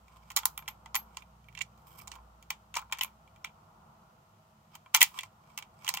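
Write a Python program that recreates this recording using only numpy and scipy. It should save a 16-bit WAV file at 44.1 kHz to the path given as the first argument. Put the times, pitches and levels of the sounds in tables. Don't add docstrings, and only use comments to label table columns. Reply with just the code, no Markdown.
import sys
import numpy as np
from scipy import signal
from scipy.fft import rfft, irfft
from scipy.io import wavfile

SR = 44100
rng = np.random.default_rng(int(sys.argv[2]) if len(sys.argv) > 2 else 0)


def store_pcm(level_fs):
    pcm = np.round(np.clip(level_fs, -1, 1) * 32767).astype(np.int16)
    wavfile.write(sys.argv[1], SR, np.atleast_2d(pcm).T)


def nominal_scale(level):
    x = np.asarray(level, float) / 20
    return 10 ** x


N = 264600
TIME_S = np.arange(N) / SR

# (low edge [Hz], high edge [Hz])
BANDS = [
    (1850, 3500),
    (780, 1420),
    (3600, 8000),
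    (8700, 16500),
]
# (time [s], left minus right [dB])
PLACE = [(0.0, -4), (1.07, -1.5), (1.1, -6.0), (1.52, -12.0), (1.7, -13.5), (1.74, -1.5), (2.04, -9),
         (2.4, -2.5), (2.5, 1), (3.05, 0.5), (3.44, -2), (4.94, -2.5), (5.58, -3), (5.9, -4.5),
         (5.94, -1.5), (6.0, -1.5)]
# (frequency [Hz], likeness [-1 to 1])
LIKENESS = [(60, .985), (150, .97), (290, .8), (640, .36), (1200, -.2), (2500, 0), (15000, 0)]


def rms_one(x):
    return x / np.sqrt(np.mean(x ** 2) + 1e-20)


def in_time(rows):
    s, *columns = np.transpose(rows)
    return [np.interp(TIME_S, s, column) for column in columns]


def at_hz(points, hz):
    point_hz, value = np.array(points)[:, :2].T
    return np.interp(np.log(hz), np.log(point_hz), value)


def drift(rate_hz):
    r = np.exp(-80 * np.pi * rate_hz / SR)
    noise = rng.standard_normal(N // 40 + 2002)
    slow = signal.lfilter([1], [1, -2 * r, r * r], noise)[2000:]
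    return np.interp(np.arange(N) / 40, np.arange(len(slow)), rms_one(slow))


def strikes(times, gains):
    out = np.zeros(np.shape(gains)[:-1] + (N,)) + 1e-18
    out[..., np.minimum((times * SR).astype(int), N - 1)] = gains
    return out


def dying(clicks, t60, rise_s):
    r, q = nominal_scale(-60 / (t60 * SR)), np.exp(-1 / (rise_s * SR))
    return signal.lfilter([1 - q], np.convolve([1, -r], [1, -q]), clicks)


def ring(clicks, hz, t60):
    r, w = nominal_scale(-60 / (t60 * SR)), 2 * np.pi * hz / SR
    return signal.lfilter([0, np.sin(w)], [1, -2 * r * np.cos(w), r * r], clicks)


def resonance(x, hz, width):
    r = np.exp(-np.pi * width / SR)
    poles = [1, -2 * r * np.cos(2 * np.pi * hz / SR), r * r]
    return signal.lfilter((1 - r * r) / 2 * np.array([1, 0, -1]), poles, x)


def coloured(spectrum, likeness):
    hz = np.maximum(np.arange(N // 2 + 1) * SR / N, 1)
    mid, side = rfft(rng.standard_normal((2, N))) * nominal_scale(at_hz(spectrum, hz))
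    alike = np.clip(at_hz(likeness, hz), -1, 1)
    return rms_one(irfft(np.sqrt(1 + alike) * mid + np.sqrt(1 - alike) * side * [[1], [-1]], N))


def contacts():
    s, band_db, clack_hz = blows()
    purity = np.clip((band_db[0] - band_db[2] - 6.5) / 11, 0, 1)
    pan_db = np.interp(s, *np.transpose(PLACE))
    out = bursts(s, band_db, purity, pan_db)
    out = out + frame_modes(s, band_db, pan_db) + clacks(s, band_db[0], clack_hz, purity, pan_db)
    thin = signal.sosfilt(signal.butter(5, 740, "high", fs=SR, output="sos"), out)
    return thin + nominal_scale(-18) * out


def blows():
    # (time [s], clack [dB], weight re clack [dB], hardness re clack [dB], clack pitch [Hz])
    steel = [(.3067, -44.5, 2, -9, 1840), (.3636, -25, -1.5, 5, 2270), (.4267, -50, -3, -20, 2000),
             (.4552, -32, 5.5, 12, 1910), (.5766, -35, -5, -3, 2020), (.9534, -28, -2.5, 2.5, 1995),
             (1.222, -44.5, -33, -25, 2400), (1.4854, -44, -14, -23, 2290), (2.763, -34.5, 4, -12, 2000),
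             (2.7853, -37.5, 3.5, -18, 2540), (3.022, -38, -5.5, -4, 2500), (3.0287, -28.5, -28, -18, 2600),
             (3.0337, -33, -12, 2, 2870), (3.046, -37.5, 0, -6, 2400), (4.943, -20, -8, -14, 2100),
             (4.952, -18.5, -12, -7, 2100), (4.9615, -26, -16, -10, 2050), (4.9648, -45, -20, 13, 2460),
             (5.007, -24, -9, -1, 2180), (5.0229, -26, -4, -17, 3100), (5.028, -17, -14, 3, 2120),
             (5.587, -36, -2.5, -6, 2650), (5.8784, -22, -18, -15, 2920), (5.9, -36, -6, -10, 2300)]
    # (time [s], clack [dB], weight [dB], hardness [dB], clack pitch [Hz])
    brass = [(.3026, -40, -5.5, -1, 2140), (.317, -47, -8, 4, 1950), (.372, -27, -4, 7.5, 1990),
             (.3879, -33, -4, 0, 3550), (.4328, -40, 5.5, -12, 3280), (.6854, -55.5, 15.5, 18.5, 2220),
             (.6788, -26, -11, -8, 2056), (.9615, -27, -4, 1, 2300), (1.5507, -41, -18, -11.5, 2240),
             (2.5039, -24.5, -8, -2.5, 2420), (2.7917, -43, 0, 0, 2380), (2.9243, -21, -7, -7, 2400),
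             (2.986, -37, -11, -2, 2000), (3.4458, -27.5, -8.5, -7.5, 2360), (4.753, -43.5, -3.5, 0, 3040),
             (4.9468, -12, -4, 3.5, 2300), (5.0152, -7, -28, -3, 1973), (5.1887, -24, -22, -8.5, 3350),
             (5.2332, -37, -5, -1.5, 2130), (5.576, -32.5, -8, 1, 3010), (5.8625, -42, -14, -12, 1900),
             (5.8893, -27.5, 0, 9, 2700), (5.9392, -31, 0, 4, 2200), (5.9724, -27, -5.5, -7, 2790)]
    # (time [s], clack [dB], weight [dB], hardness [dB], clack pitch [Hz])
    plastic = [(.3686, -31, -3, 5, 1780), (.8593, -43, 2, -5, 2000), (.9455, -28.5, 0, 1, 2016),
               (1.17, -35.5, -3.5, 2, 2810), (1.572, -44, -15, -18, 2400), (1.5755, -34, -13, -15, 2740),
               (1.589, -42, -8, -4, 2350), (1.608, -33, -17, -15, 2300), (1.6123, -25, -20, -24, 2250),
               (1.6178, -55.5, -20, 22, 2350), (2.0784, -52.5, -7, 13, 2300), (2.1166, -38, -13, 1, 2920),
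               (2.7413, -32.5, -6, -10, 2680), (2.75, -43, -4.5, -4, 2550), (2.7541, -40, -7, 9, 2303),
               (2.7685, -26.5, 0, 1, 2800), (2.991, -41, -3, 3, 2260), (3.0102, -16.5, -15, -13, 3005),
               (4.9728, -27.5, -14, 1, 2330), (5.0105, -17, -14, -13, 2170), (5.2087, -40, -32, 2, 2640),
               (5.6244, -40, -7, -4, 2270), (5.846, -47, -.5, 6.5, 2670), (5.8668, -38, -10, -2, 2270)]
    # (time [s], clack [dB], weight [dB], hardness [dB])
    ticks = [(.0816, -56, -3, -5), (.5908, -42.5, 1, -12), (.6238, -51.5, 6.5, -7), (.6585, -56, -8, -16),
             (1.1456, -60, -14, -8), (1.443, -60, -9, -14), (1.5258, -61, -24, -5), (1.777, -66, -7, 5),
             (2.0007, -48, -25, -11), (2.0739, -48, 4.5, 4), (2.139, -58, -7.5, -5),
             (2.1545, -52.5, -15, 2), (2.1607, -58, 17, -18), (2.1856, -61, 13.5, -22),
             (2.426, -53, -19, 4), (3.078, -52, 0, -14), (2.8156, -55, 4, -2), (2.824, -54.5, 14, -10),
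             (2.898, -55, 8, -28), (2.9138, -55.5, 9, 2), (2.9487, -46, -4, -8), (2.973, -45, -3, -7),
             (3.2763, -55.5, -17, -10), (3.361, -55, -19.5, -6), (3.4704, -51, -14, -17),
             (3.4928, -57, -8.5, -22), (4.861, -49.5, 6.5, -20), (5.8355, -60, 2, -3),
             (5.9567, -40, -11, -19), (5.985, -47, -4, -4), (5.9685, -45, -8, 4), (5.948, -38, -8, 4),
             (5.8915, -40, -4, 6), (5.1915, -42, -22, -8), (2.766, -39, -8, 3), (2.7725, -39, -8, 3),
             (2.931, -42, -12, 3), (.3655, -38, -3, 5), (.3775, -39, 0, 2), (5.04, -33, -12, 3),
             (5.0335, -34, -14, 7)]
    sparkle_db = [6, -4, -12, -4.5]
    one_pitch = [(*row, 2330) for row in ticks]
    kinds = [steel, brass, plastic, one_pitch]
    s, clack, weight, hard, clack_hz = np.transpose([row for kind in kinds for row in kind])
    sparkle = hard + np.repeat(sparkle_db, [len(kind) for kind in kinds])
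    return s, clack + np.array([0 * s, weight, hard, sparkle]), clack_hz


def bursts(s, band_db, purity, pan_db):
    room_t60_s = [0.12, 0.22, 0.11, 0.06]
    late_t60_s = [.12, .22, .13, .12]
    shared_part = [.9, .93, .7, .55]
    left_lag = [4, 7, 5, 5]
    follows = [1, .3, 1, .8]
    # (frequency [Hz], width [Hz], level [dB])
    humps = [(894, 160, 4), (2300, 140, -2.5), (3100, 330, -9.5), (6673, 260, -6.5), (14900, 2200, -3)]

    noise_db = band_db - np.outer([7.0, 2, -4, 0], purity)
    hardness_db = .5 * np.clip(band_db[3] - band_db[0] - 3.5, 0, 16)
    chatter = rms_one(nominal_scale(5.5 * drift(260)))
    out = np.zeros((2, N))
    per_band = zip(noise_db, BANDS, room_t60_s, late_t60_s, shared_part, left_lag, follows)
    for db, edges, t60, late, share, lag, follow in per_band:
        sides = (follow * pan_db - 2.5 * (1 - follow)) * [[.5], [-.5]]
        here = db + sides
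        shared = rng.standard_normal(N)
        own, wash = rng.standard_normal((2, 2, N))
        both = share * np.array([np.roll(shared, lag), shared])
        both = both + np.sqrt(1 - share ** 2) * own

        snap = dying(strikes(s, nominal_scale(here + 5)), t60=0.0042, rise_s=0.0005)
        crunch = chatter * dying(strikes(s, nominal_scale(here - 7.5)), t60=0.027, rise_s=0.0011)
        closing = strikes(s, nominal_scale(here - 21 - 1.5 * hardness_db))[:, ::-1]
        scrape = dying(closing, t60=0.011, rise_s=0.00014)[:, ::-1]
        pulse = strikes(s, nominal_scale(here + 3 + 1.4 * hardness_db))
        echoes = dying(strikes(s, nominal_scale(2 * (db + .4 * sides - 17.5))), t60=t60 / 2, rise_s=.003)
        echoes += dying(strikes(s, nominal_scale(2 * (db - 37.5))), t60=late, rise_s=.006)

        burst = (snap + crunch + scrape) * both + pulse + np.sqrt(np.abs(echoes)) * wash
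        band = signal.butter(3, edges, "band", fs=SR, output="sos")
        out += np.sqrt(SR / 2 / (edges[1] - edges[0])) * signal.sosfilt(band, burst)
    return nominal_scale(-3.5) * (out + sum(nominal_scale(db) * resonance(out, hz, width) for hz, width, db in humps))


def frame_modes(s, band_db, pan_db):
    # (frequency [Hz], level [dB], t60 [s])
    modes = [(916, -4.5, .04), (1043, 0, 0.07), (1362, -8, .04), (1987, -10, .05), (2350, -13, .08),
             (2728, -8, 0.047), (3173, -8.5, .04), (4340, -15, 0.038), (6100, -8, .015), (7085, -2.5, .025),
             (10060, -10.5, .015), (12700, -13.5, .02), (14200, -8.5, 0.013)]
    sides = np.array([pan_db, -pan_db]) / 2
    luck = rng.standard_normal((len(s), len(modes), 4))
    out = np.zeros((2, N))
    for k, (hz, mode_db, t60) in enumerate(modes):
        db = band_db[[low <= hz < high for low, high in BANDS].index(True)]
        node_db = 1.2 * luck[:, k, 0]
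        strength = nominal_scale(db + mode_db - 7 + node_db + sides * min(hz / 2000, 1) ** 2)
        flip = np.sign(luck[:, k, 3] + .8 + 9 * (hz < 1500))
        beam = nominal_scale(2.5 * luck[:, k, 1:3].T) * [np.ones(len(s)), flip]
        out += ring(strikes(s, strength * beam), hz, t60)
    return out


def clacks(s, clack_db, clack_hz, purity, pan_db):
    t = np.arange(4000) / SR
    shape = (1 - np.exp(-t / .0011)) * (nominal_scale(-60 * t / 0.02) + nominal_scale(-14.5 - 60 * t / 0.065))
    sides = np.array([pan_db, -pan_db]) / 2
    gains = nominal_scale(clack_db + 1.2 * purity + sides - 4.5).T
    out = np.zeros((2, N))
    for at, hz, gain, phase in zip((s * SR).astype(int), clack_hz, gains, rng.random((len(s), 2))):
        pair = np.sin(2 * np.pi * hz * t + phase[:, None])
        pair += .4 * np.sin(2 * np.pi * 1.05 * hz * t + 6 * phase[::-1, None])
        out[:, at:at + len(t)] += (gain[:, None] * shape * pair)[:, :N - at]
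    return out


def pings():
    # (time [s], peak [dB], frequency [Hz], left minus right [dB])
    short_tones = [(.3645, -25, 7235, -2), (.3645, -30, 5512, -6), (.372, -31, 5340, -5), (.3725, -27, 6976, -6),
                   (.3725, -30, 3962, -10), (.376, -31, 947, -2), (.3825, -37, 3273, -7), (.4555, -23, 9819, -9),
                   (.4555, -27, 12403, 10), (.577, -43, 9130, -12), (.6795, -48, 9043, -12),
                   (.685, -46, 14125, -10), (.954, -27, 14470, 9), (.961, -29, 1981, -10),
                   (1.589, -42, 7100, -10), (1.6165, -36, 7149, -14), (2.0003, -47, 2325, -7),
                   (2.505, -36, 5426, -2), (2.506, -38, 15676, 12), (2.754, -38, 6459, 10), (2.755, -38, 5598, 9),
                   (2.768, -35, 5512, -6), (2.769, -28, 947, -4), (2.8235, -43, 1033, -3),
                   (3.011, -36, 5340, -10), (3.022, -35, 2497, 0), (3.443, -46, 5512, 1), (4.9465, -23, 9474, 7),
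                   (4.947, -27, 13522, -4), (4.947, -21, 890, -3), (4.9485, -28, 3300, -2),
                   (4.9505, -26, 14900, 6), (4.9655, -27, 13953, 8), (5.008, -26, 13522, -6),
                   (5.0155, -26, 10766, -5), (5.0275, -27, 900, -3), (5.0293, -26, 8354, -1),
                   (5.0288, -19, 14470, -3), (5.029, -28, 4450, -2), (5.5805, -43, 8268, -4),
                   (5.585, -47, 6029, -10), (5.88, -40, 6201, -10), (5.882, -43, 8354, -6),
                   (5.939, -42, 8182, -10), (5.9403, -34, 13436, -8), (5.9473, -44, 5254, -10),
                   (5.9493, -40, 13695, -3), (5.9707, -44, 13522, -6), (1.6128, -29, 2800, -13),
                   (5.0155, -13, 2060, -1)]
    out, t = np.zeros((2, N)), np.arange(1500) / SR
    shape = (1 - np.exp(-t / .0008)) ** 2 * nominal_scale(8.5 - 60 * t / .016)   # rise, t60 in s
    for (s, db, hz, pan_db), phase in zip(short_tones, 2 * np.pi * rng.random((len(short_tones), 2))):
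        turn = 2 * np.pi * hz * (t - np.array([[6], [0]]) / SR)
        pair = np.sin(turn + phase[0]) + .45 * np.sin(turn + 2 * np.pi * 260 * t + phase[1])
        gain = nominal_scale(db + pan_db / 2 * np.array([[1], [-1]]))
        at = int(s * SR) - 30
        out[:, at:at + len(t)] += (gain * shape * pair)[:, :N - at]
    return out


def cylinder():
    # (time [s], peak [dB], frequency [Hz], t60 [s])
    sings = [(.388, -33, 12570, .035), (.456, -42, 12530, .13), (.578, -41, 12550, .11),
             (.685, -43, 12550, .11), (.956, -37, 12550, .13), (.9625, -36, 12520, .12),
             (.969, -34, 12520, .12), (.957, -38, 14480, .07), (2.505, -47, 12600, .06),
             (2.742, -49, 12600, .04), (2.815, -59, 15750, .08), (2.986, -46, 12750, .04),
             (3.015, -38, 12750, .05), (3.034, -33, 12800, .05), (3.06, -55, 12800, .08),
             (4.752, -50, 12750, .05)]
    rings = 0
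    for s, db, hz, t60 in sings:
        blow = strikes(np.array([s]), [nominal_scale(db)])
        rings = rings + ring(blow, hz, t60) + 0.24 * ring(blow, hz + 37, t60)
    return rings * nominal_scale([[.5], [-.5]])


def rubbing():
    # (time of peak [s], peak [dB], swell by 20 dB [s], fade by 20 dB [s])
    strokes = [(.16, -63, .15, .11), (.29, -67.5, .1, .03), (1.2, -63, .16, .09), (1.8, -73, .12, .08),
               (1.875, -60, .015, .1), (1.92, -63, .04, .06), (2.02, -65, .04, .02), (1.99, -57, .04, .09),
               (2.13, -54, .05, .06), (4.75, -58, .055, .05), (4.945, -48, .012, .03),
               (5.182, -45, .06, .04), (5.255, -59, .04, .03), (5.5, -60, .08, .11), (5.86, -53, .1, .03)]
    # (frequency [Hz], level per Hz [dB])
    rub = [(470, -43.5), (800, -18), (1030, 3.5), (1850, -26.5), (2290, -12.5), (2500, -15.5),
           (4150, -19.5), (8220, -17), (9450, -24.5), (12200, -18), (15100, -15.5), (15900, -26),
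           (16500, -43)]
    # (start [s], end [s])
    brush_s = (1.75, 2.09)
    level = 0
    for s, db, swell, fade in strokes:
        level = level + nominal_scale(db - 20 * np.maximum((s - TIME_S) / swell, (TIME_S - s) / fade))
    pan_db, = in_time(PLACE)
    noise = coloured(rub, [(800, .3), (8000, .1)])
    patches = sum(nominal_scale(2.5 + 4 * drift(9)) * resonance(noise, hz, .05 * hz)
                  for hz in (2300, 3166, 5165, 8250, 11800, 14360))
    bright = rms_one(noise + patches)
    dull = signal.sosfilt(signal.butter(1, 5000, fs=SR, output="sos"), bright)
    brushing = (TIME_S > brush_s[0]) & (TIME_S < brush_s[1])
    grain = nominal_scale(3.5 * drift(70) + 2.5 * drift(400))
    return level * grain * nominal_scale(0.44 * pan_db * [[1], [-1]]) * np.where(brushing, bright, 1.2 * dull)


def far_engine():
    # (time [s], frequency [Hz], level [dB])
    engine = [(0.0, 58.3, -63.5), (1.59, 60.3, -62.5), (2.01, 61.5, -71), (2.1, 60.0, -58), (2.24, 58, -57),
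              (2.58, 59.8, -69), (2.83, 60.0, -64), (3.38, 62.1, -71), (3.7, 56.2, -84)]
    # (multiple [1], level [dB])
    engine_orders = [(2, -14), (3, -12), (3.63, -12), (8, -23)]
    hz, db = in_time(engine)
    turn = 2 * np.pi * np.cumsum(hz) / SR
    gone = np.clip((engine[-1][0] - TIME_S) / 0.22, 0, 1)
    load = np.interp(TIME_S, [.4, .9, 2.0, 2.6], nominal_scale(np.array([-10.0, 3.0, 2.0, -6.0])))
    orders = load * sum(nominal_scale(d - 66.5 + 5.3 * drift(0.72)) * np.sin(k * turn) for k, d in engine_orders)
    return np.sqrt(2) * gone * (nominal_scale(db) * np.sin(turn) + orders) * nominal_scale([[-.6], [.6]])


def traffic():
    # (frequency [Hz], level per Hz [dB])
    drone = [(15, -56), (25, -32.5), (43, -7.5), (157, -8), (223, -10), (248, -25.5), (335, -16.5),
             (437, -20), (530, -13.5), (569, -25), (679, -12), (869, -8), (966, -9.5), (1400, -12),
             (1700, -37), (2210, -62.5), (3740, -120)]
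    # (time [s], level [dB])
    drone_db = [(0.0, -63.5), (0.6, -61.5), (1.0, -57.5), (1.44, -64.5), (2.12, -57), (2.27, -61),
                (2.79, -63.5), (2.91, -64), (3.11, -62.5), (3.89, -59), (4.24, -63), (4.58, -65),
                (5.88, -60), (6.0, -59)]
    level_db, = in_time(drone_db)
    return nominal_scale(level_db - 1) * coloured(drone, LIKENESS)


def room_booms():
    # (frequency [Hz], width [Hz], level [dB])
    booms = [(56, 6.8, -87.5), (99.6, 9, -73), (149, 8, -73.5), (167, 5, -74), (212.6, 5, -75),
             (640, 24, -76)]
    out = sum(nominal_scale(db) * rms_one(resonance(rng.standard_normal(N), hz, width)) for hz, width, db in booms)
    return out * nominal_scale([[-.6], [.6]])


def microphone_hiss():
    # (frequency [Hz], level per Hz [dB])
    hiss = [(880, -31), (1500, -8.5), (1870, -7), (2140, -9.5), (3030, -8), (3480, -12), (7100, -13.5),
            (10900, -20.5), (13100, -14.5), (16000, -21.5)]
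    return nominal_scale(-76 + 3) * coloured(hiss, LIKENESS)


def scene():
    gun = contacts() + pings() + cylinder() + rubbing()
    return gun + far_engine() + traffic() + room_booms() + microphone_hiss()


def top_cut(x):
    return signal.sosfilt(signal.butter(12, 17140, fs=SR, output="sos"), x)


def record(dry):
    rumble = signal.butter(3, 43, "high", fs=SR, output="sos")
    top = signal.ellip(7, .5, 28, 15800, fs=SR, output="sos")
    mix = np.tanh(signal.sosfilt(top, signal.sosfilt(rumble, dry)))
    return top_cut(mix)


dry = scene()
out = record(dry)
store_pcm(out)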